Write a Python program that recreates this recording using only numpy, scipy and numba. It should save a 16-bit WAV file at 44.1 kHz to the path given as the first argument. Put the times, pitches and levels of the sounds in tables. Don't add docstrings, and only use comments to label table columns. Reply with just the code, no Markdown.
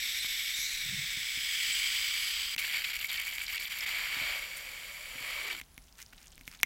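import sys
import numpy as np
from scipy import signal
from scipy.fft import rfft, irfft
from scipy.io import wavfile
from scipy.ndimage import uniform_filter1d
from numba import njit

SR = 44100
rng = np.random.default_rng(int(sys.argv[2]) if len(sys.argv) > 2 else 0)


def transcribe(signal):
    frames = np.atleast_2d(signal).T
    limited = np.clip(frames, -1, 1)
    pcm = np.round(limited * 32767).astype(np.int16)
    wavfile.write(sys.argv[1], SR, pcm)


N = 293265
T = np.arange(N) / SR
FREQS = np.maximum(np.fft.rfftfreq(N, 1 / SR), 1)
CUTOFF_HZ, USUAL_FLOW_DB = 15900, -36
JET_OPEN_S, FOAM_OPEN_S = (-.1, 2.549), (2.579, 5.601)

CROSSOVERS = [1400, 5500, 9500]
# time_s, flow_db
JET_FLOW = [(0.03, -35.5), (0.41, -35.5), (0.79, -37), (1.31, -36.5), (1.73, -31.5), (2.41, -35),
            (2.54, -37.5)]
# freq_hz, level_db
JET_EQ = [(200, -69), (400.0, -43), (700.0, -29.5), (1300.0, -11.5), (1900.0, 3), (2650.0, -2.5),
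          (5000.0, -4.0), (7300.0, -4), (8300.0, -4), (9000.0, -11.5), (12000.0, -13), (16000.0, -7.5)]
# usual_level_db, flow_share, full_foam_db
JET_BANDS = [(-66, 1, 21), (-36, 0.99, -0.5), (-46, 1, -1.5), (-47, 0.87, 1.5)]
# centre_hz, width_hz, boost_db
NECK_MODES = [(2254, 121, 12.5), (5530, 190, -7.5), (5660, 72, 6), (12280, 150, 6)]
# centre_hz, width_hz, boost_db
DRY_GAP_MODES = [(3920, 250, -1), (7794, 190, 10.5), (9800, 320, 8), (11040, 280, 7), (13950, 500, 10)]
# time_s, lowest_resonance_hz, extra_boost_db
HOLLOW = [(0, 3610, 1), (.52, 3540, 0.5), (.7, 4000, 0.5), (.9, 3600, -2), (1.7, 3154, 1.5),
          (2.55, 3130, 5.5)]
# ratio_to_lowest, width_hz, boost_db
HOLLOW_MODES = [(1, 413, 13.5), (1.52, 455, 8)]
# centre_s, length_s, pitch_hz, boost_db
RIM_LIFTS = [(.28, .66, 11950, 19), (.76, 0.17, 11350, 9), (2.25, .19, 11340, 14), (4.62, .14, 11600, 8)]
# centre_s, length_s, depth_db
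RIM_PRESSES = [(1.55, 1.1, 3.5), (5.2, 0.83, 5)]
# centre_hz, width_hz, boost_db_per_shading_db
THUMB_POCKET = [(9800, 470, 0), (10540, 410, 1)]
# time_s, height_0_to_1
FOAM_HEIGHT = [(0, 0), (1.7, 0.16), (2.1, 0.36), (3.7, 0.61), (4.05, 0.84), (5.6, 1)]
# freq_hz, level_db
ROOM_EQ = [(12, -37), (20, -1), (49, -1.5), (96, -14), (113, -18), (187, -15.5), (270, -22.5), (377, -25),
           (472, -27.5), (802, -24), (1220, -28), (2200, -28.5), (16000, -34)]

# start_s, strength_db, tilt_db_per_octave
CAP_SLIPS = [(0.058, -38, -7), (0.588, -32, -5), (0.2468, -24, -6), (2.5633, -25.5, -1.5), (5.614, -28, -3),
             (5.7787, -32.5, -2), (6.132, -48, 1), (6.379, -39, -1.5), (6.411, -38.5, -2),
             (6.478, -26.5, -2), (6.602, -38.5, -3.5), (6.632, -5, -2.5)]
# pitch_hz, t60_s, gain_db
CAP_RING = [(2120, 0.027, -15), (2170, 0.0058, -1.5), (3570, 0.0019, -10.5), (5760, 0.022, -30),
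            (6300, 0.0015, -6), (8350, 0.0029, -13), (13000, 0.00075, 1)]
# start_s, strength_db
BOTTLE_KNOCKS = [(1.172, -52.5), (1.374, -49.5), (1.691, -57), (4.168, -50), (4.215, -50.5), (5.155, -52.5),
                 (5.209, -52.5)]
# pitch_hz, t60_s, gain_db
BOTTLE_RING = [(133.5, 0.15, -2.5), (171, 0.076, -1), (255, 0.073, 3), (274, 0.02, -27)]
# freq_hz, level_db
GRIP_EQ = [(60, -17), (110, -4), (140, 0), (175, -3), (215, -16), (300, -23), (600, -45), (2000, -80)]
# centre_s, length_s, level_db, pitch_hz, glide_octaves_per_s, octave_db
EDGE_TONES = [(0.208, 0.015, -35, 4040, -2.5, -4), (0.55, 0.011, -32, 3710, 5.5, -5.5),
              (1.731, 0.019, -41.5, 3882, 0.5, 8.5)]
# centre_s, length_s, level_db, pitch_hz, glide_octaves_per_s
TWISTS = [(.605, .08, -46, 11200, 5), (.615, .13, -40.5, 5750, 1), (.7, .12, -48, 6900, .3)]

# freq_hz, level_db
FOAM_EQ = [(200, -25), (400.0, -22.0), (680.0, -14.5), (850.0, -14), (1400.0, -5.5), (1950.0, 2),
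           (2650.0, -1), (3500.0, -4.5), (5500.0, -14.5), (8000.0, -15.5), (8800.0, -22.5), (12000.0, -10),
           (16000.0, -13)]
# usual_level_db, flow_share, full_foam_db
FOAM_BANDS = [(-66, 1.11, 17), (-35.5, 1.034, 0), (-46, 0.51, -4), (-44.5, 0.62, -5.5)]
# centre_hz, width_hz, boost_db
WET_GAP_MODES = [(3120, 390, 6.5), (4584, 300, 10), (6280, 740, -11), (7250, 330, 4), (9740, 290, 7),
                 (13500, 540, 8.5)]
# time_s, splutter_depth_db
SPLUTTER = [(2.58, 2.5), (2.85, 2.5), (3.0, 3.8), (3.7, 2.5), (3.95, 1.14), (5.3, 1), (5.6, 3)]
# centre_s, length_s, boost_db
FLOW_SURGES = [(2.64, 0.072, 2), (2.757, 0.047, 4.5), (3.17, .12, 2.5), (3.57, 0.2, 2), (3.82, .06, 1.5),
               (3.95, 0.25, 6), (4.26, 0.3, 8), (5.38, 0.36, 9), (5.51, 0.054, 3)]
# centre_s, length_s, strength_db, pitch_hz, plug_db
SPITS = [(2.5815, .0035, -26.5, 2940, -4), (2.847, 0.013, -30, 2520, -3), (2.9337, 0.0034, -32, 2820, -1),
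         (2.991, 0.0047, -35, 2480, 3), (3.014, .005, -33.5, 2570, 2), (3.096, 0.015, -36, 3350, 1),
         (3.176, 0.0066, -37, 4420, 4), (3.467, .005, -35, 4200, 13), (3.58, 0.0045, -27.5, 2760, 13),
         (3.655, .0043, -33.5, 3300, 12), (3.809, .004, -33, 4850, 3), (5.507, .018, -35.5, 2170, 1)]
# centre_s, length_s, depth_db
GAP_CHOKES = [(2.826, .024, 2), (2.921, .014, 3), (2.977, .016, 3), (3.075, .041, 5), (3.455, .014, 4),
              (3.692, 0.015, 11), (3.855, .012, 10)]
# centre_s,
# length_s, level_db, tilt_db_per_octave
GAS_WISPS = [(2.597, .017, -35.5, 4.5), (4.577, .02, -44.5, 6), (5.992, 0.023, -52, 0.5),
             (6.019, .028, -50.5, 2.5), (6.133, 0.0075, -50.5, -4), (6.217, 0.1, -61, 0.5),
             (6.483, 0.028, -55, 6), (6.537, 0.06, -56, 0)]
# freq_hz, level_db
WISP_EQ = [(300, -33), (1300, -1), (2300, 3), (4000, -6), (6300, -7), (9000, -10.5), (16000, -14)]
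# centre_s, length_s, level_db, pitch_hz, glide_octaves_per_s
PINHOLE_TONE = [(5.77, 0.14, -70, 10500, -1.0)]
# start_s, level_db, pitch_hz
BUBBLE_POPS = [(3.622, -27, 4810), (3.7875, -19, 13300), (3.8745, -25, 4580), (4.572, -23, 9400),
               (5.9835, -38, 6980), (6.0184, -30, 6460), (6.0268, -28, 6140), (6.063, -35, 5350),
               (6.2296, -37, 7000), (6.2708, -35, 6820), (6.2817, -35, 6100), (6.319, -38, 7400),
               (6.356, -38, 8550)]
# time_s, pitch_hz
FILM_PITCH = [(4.2, 644), (4.45, 545), (4.85, 530), (4.96, 620), (5.2, 495), (5.35, 630), (5.45, 462),
              (5.6, 260)]
# time_s, level_db
FIZZ_LEVEL = [(5.6, -64), (5.75, -71), (5.85, -65.5), (6.1, -68), (6.27, -60.5), (6.42, -68.5), (6.65, -57)]


def from_db(db):
    return 10 ** (np.asarray(db) / 20)


def rms_one(x):
    return x / np.sqrt(np.mean(x ** 2) + 1e-20)


def in_time(rows):
    times, *columns = np.transpose(rows)
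    return [np.interp(T, times, column) for column in columns]


def coloured(x, points):
    hz, db = np.transpose(points)
    gain = from_db(np.interp(np.log(FREQS), np.log(hz), db))
    return rms_one(irfft(rfft(x) * gain, N))


def low_cut(x, hz, order=2):
    return signal.sosfilt(signal.butter(order, hz, "high", fs=SR, output="sos"), x)


def below(edge_hz):
    return 1 / (1 + (FREQS / edge_hz) ** 12)


def noise():
    return rng.standard_normal(N)


def drift(rate_hz):
    return rms_one(irfft(rfft(noise()) / (1 + (FREQS / rate_hz) ** 2), N))


def swells(rows):
    return sum(height / (1 + (2 * (T - s) / length) ** 4) for s, length, height in rows)


def grains(per_s, spread_db):
    sizes = from_db(spread_db * np.minimum(rng.exponential(1, N), 4))
    return rms_one((rng.random(N) < per_s / SR) * sizes * rng.choice([-1, 1], N))


def strikes(times, db):
    out = np.zeros(N)
    out[np.clip(np.round(times * SR).astype(int), 0, N - 1)] = from_db(db)
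    return out


def ring(clicks, hz, t60):
    r, w = from_db(-60 / (t60 * SR)), 2 * np.pi * hz / SR
    return signal.lfilter([0, np.sin(w)], [1, -2 * r * np.cos(w), r * r], clicks + 1e-18)


@njit
def bandpass(x, w, r):
    y = np.zeros(len(x))
    for i in range(2, len(x)):
        drive = (1 - r * r) / 2 * (x[i] - x[i - 2])
        y[i] = drive + (1 + r * r) * np.cos(w[i]) * y[i - 1] - r * r * y[i - 2]
    return y


def resonate(x, modes):
    for hz, width, db in modes:
        band = bandpass(x, np.full(N, 2 * np.pi / SR) * hz, np.exp(-np.pi * width / SR))
        x = x + (from_db(db) - 1) * band
    return x


def narrow(hz, width_hz):
    w, r = 2 * np.pi * hz / SR, np.exp(-np.pi * width_hz / SR)
    return rms_one(bandpass(bandpass(rng.standard_normal(len(hz)), w, r), w, r))


def glides(rows, width_hz):
    out = np.zeros(N)
    for s, length, db, hz, glide in rows:
        near = np.abs(T - s) < 2 * length
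        t = T[near] - s
        pitch = np.clip(hz * 2 ** (glide * t), 1500, CUTOFF_HZ)
        out[near] += from_db(db) * narrow(pitch, width_hz) / (1 + (2 * t / length) ** 4)
    return low_cut(out + 1e-18, hz=1600)


def ride_hiss(hiss, flow_db, bands, open_s):
    foam, = in_time(FOAM_HEIGHT)
    zones = np.diff([0 * FREQS] + [below(hz) for hz in CROSSOVERS] + [below(2 * CUTOFF_HZ)], axis=0)
    spectrum, out = rfft(hiss), 0
    for zone, (usual_db, share, foam_db) in zip(zones, bands):
        band = irfft(spectrum * zone, N)
        slow_rms = np.sqrt(uniform_filter1d(band ** 2, size=SR // 9) + 1e-12)
        level_db = usual_db + share * (flow_db - USUAL_FLOW_DB) + foam_db * foam
        out = out + from_db(level_db) * band / slow_rms
    opens, closes = open_s
    return out * np.interp(T, [opens - .001, opens, closes, closes + .003], [0, 1, 1, 0])


def rim_modes(covered_hz=11960, covered_db=-1, width_hz=900, null_width_hz=300):
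    hz = covered_hz + swells([(s, length, open_hz - covered_hz) for s, length, open_hz, _ in RIM_LIFTS])
    lift_db = swells([(s, length, boost_db) for s, length, _, boost_db in RIM_LIFTS])
    db = covered_db - swells(RIM_PRESSES) + lift_db
    null = (0.86 * hz, null_width_hz, -0.4 * np.maximum(db, 0))
    shading_db = np.maximum(-db, 0)
    pocket = [(pocket_hz, width, share * shading_db) for pocket_hz, width, share in THUMB_POCKET]
    return [(hz, width_hz, db), null] + pocket


def dry_jet(unrest_db=1.0):
    hollow_hz, extra_db = in_time(HOLLOW)
    flow_db, = in_time(JET_FLOW)
    hand = [(ratio * hollow_hz, width, db + extra_db) for ratio, width, db in HOLLOW_MODES]
    jet = coloured(noise(), JET_EQ) * from_db(-unrest_db * drift(110))
    jet = resonate(jet, NECK_MODES + DRY_GAP_MODES + hand + rim_modes())
    return ride_hiss(jet, flow_db, JET_BANDS, JET_OPEN_S)


def room(x, t60_s=0.1, wet_db=-27, tone_db=-59):
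    t = T[:SR // 2]
    tail = rng.standard_normal(len(t)) * from_db(-60 * t / t60_s) * (t > .003)
    reverb = signal.fftconvolve(x, tail / np.sqrt(np.sum(tail ** 2)))[:N]
    return from_db(wet_db) * reverb + from_db(tone_db) * coloured(noise(), ROOM_EQ)


def cap_clicks(trim_db=5):
    times, db, tilt_db = np.transpose(CAP_SLIPS)
    neck_hz, cracks = NECK_MODES[0][0], 0
    for k, (hz, t60, mode_db) in enumerate(CAP_RING):
        hits = strikes(times, db + trim_db + mode_db + tilt_db * np.log2(hz / neck_hz))
        cracks = cracks + (-1) ** k * ring(hits, hz, t60)
    return low_cut(cracks, hz=800, order=1)


def bottle_knocks(slip_db=-41, slip_share=0.52, ceiling_db=-56.5, scatter_db=2.2):
    slips = [(s, min(slip_db + slip_share * db, ceiling_db)) for s, db, _ in CAP_SLIPS]
    times, db = np.transpose(list(BOTTLE_KNOCKS) + slips)
    return sum(ring(strikes(times, db + mode_db + rng.normal(0, scatter_db, len(times))), hz, t60)
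               for hz, t60, mode_db in BOTTLE_RING)


def whistles(jitter=0.017):
    out = np.zeros(N)
    for s, length, db, hz, glide, octave_db in EDGE_TONES:
        near = np.abs(T - s) < 2 * length
        t = T[near] - s
        pitch = hz * 2 ** (glide * t) * (1 + jitter * drift(400)[near])
        phase = 2 * np.pi * np.cumsum(pitch) / SR
        tone = np.sin(phase) + from_db(octave_db) * np.sin(2 * phase)
        out[near] += from_db(db) * tone / (1 + (2 * t / length) ** 4)
    return out


def twist_sweeps():
    return glides(TWISTS, width_hz=2400)


def grip_rumble(peak_s=.925, peak_db=-44.5, rise_db_per_s=180, fall_db_per_s=120):
    db = peak_db - np.maximum(rise_db_per_s * (peak_s - T), fall_db_per_s * (T - peak_s))
    return from_db(db) * coloured(noise(), GRIP_EQ)


def wet_flow_db(start_db=-36.5, sag_db_per_s=4):
    return start_db - sag_db_per_s * np.maximum(T - FOAM_OPEN_S[0], 0) + swells(FLOW_SURGES)


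def film_holes(depth_db, centre_hz=4100, wander_octaves=0.46, width_hz=600):
    hz = centre_hz * 2 ** np.clip(wander_octaves * drift(27), -1, 1)
    return [(hz, width_hz, 1.6 * depth_db)]


def wet_jet(films_db=-9.5, split_hz=4800, plug_delay_s=0.0058, plug_s=0.013, stall_s=0.006, stall_db=6):
    depth_db, = in_time(SPLUTTER)
    film_gain = from_db(films_db + 0.77 * depth_db)
    source = coloured(noise() + film_gain * grains(per_s=1500, spread_db=0.5), FOAM_EQ)
    body = irfft(rfft(source) * below(split_hz), N)
    top = source - body
    plugs = [(s + plug_delay_s, plug_s, plug_db) for s, *_, plug_db in SPITS]
    choke_db = swells(GAP_CHOKES) + swells(plugs)
    chop = drift(190)
    body_db = depth_db * chop - 0.69 * choke_db
    top_db = depth_db * (0.24 * chop + drift(220)) - choke_db
    gas = body * from_db(body_db) + top * from_db(top_db)
    gas = resonate(gas, NECK_MODES + WET_GAP_MODES + rim_modes() + film_holes(depth_db))
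    dip_db = swells([(s - (length + stall_s) / 2, stall_s, stall_db) for s, length, *_ in SPITS])
    return from_db(-dip_db) * ride_hiss(gas, wet_flow_db(), FOAM_BANDS, FOAM_OPEN_S)


def spits(trim_db=-1, fall_octaves=0.17):
    rows = [(s, length, db + trim_db, hz, -fall_octaves / length) for s, length, db, hz, _ in SPITS]
    return glides(rows, width_hz=1700)


def wisps(crackle_db=-3):
    seep = noise() + from_db(crackle_db) * grains(per_s=620, spread_db=6.5)
    puffs = 0
    for s, length, db, tilt_db in GAS_WISPS:
        eq = [(hz, level + tilt_db * np.log2(hz)) for hz, level in WISP_EQ]
        puffs = puffs + swells([(s, length, from_db(db))]) * coloured(seep, eq)
    return puffs + glides(PINHOLE_TONE, width_hz=650)


def spray(from_s=2.93, to_s=3.85, length_s=.004, level_db=-45, spread_db=3, low_hz=12000, high_hz=15000):
    rows = []
    for when, size, pitch in rng.random((36, 3)):
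        s = from_s + (to_s - from_s) * when
        db = level_db + spread_db * (2 * size - 1)
        rows.append((s, length_s, db, low_hz + (high_hz - low_hz) * pitch, 0))
    return glides(rows, width_hz=2400)


def pops(cycles=11):
    ticks = sum(ring(strikes(np.array([s]), db), hz, cycles / hz) for s, db, hz in BUBBLE_POPS)
    return low_cut(ticks, hz=2500)


def film_flutter(usual_db=-58.5, flow_share=0.71, width_hz=140, octave_db=-6.0):
    hz, = in_time(FILM_PITCH)
    db = usual_db + flow_share * (wet_flow_db() - USUAL_FLOW_DB)
    sounding = (T > FILM_PITCH[0][0]) & (T < FOAM_OPEN_S[1])
    note = narrow(hz, width_hz) + from_db(octave_db) * narrow(2 * hz, 2 * width_hz)
    return sounding * from_db(db) * note


def fizz(low_hz=3000, high_hz=9600, sizes=10, cycles=12):
    db, = in_time(FIZZ_LEVEL)
    pitches = np.geomspace(low_hz, high_hz, sizes)
    ticks = sum(ring(grains(per_s=9, spread_db=3.0), hz, cycles / hz) for hz in pitches)
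    return (T > FOAM_OPEN_S[1]) * from_db(db) * rms_one(low_cut(ticks, hz=2500))


def scene(duck_db=4):
    duck = from_db(-swells([(s, length, duck_db) for s, length, *_ in EDGE_TONES]))
    dry_gas = duck * dry_jet() + whistles() + twist_sweeps()
    wet_gas = wet_jet() + spits() + spray() + film_flutter() + wisps()
    bubbles = pops() + fizz()
    handling = cap_clicks() + bottle_knocks() + grip_rumble()
    bottle = dry_gas + wet_gas + bubbles + handling
    return (bottle + room(bottle))[None]


def record(dry):
    return signal.sosfilt(signal.ellip(10, .1, 70, CUTOFF_HZ, fs=SR, output="sos"), dry)


dry = scene()
out = record(dry)
transcribe(out)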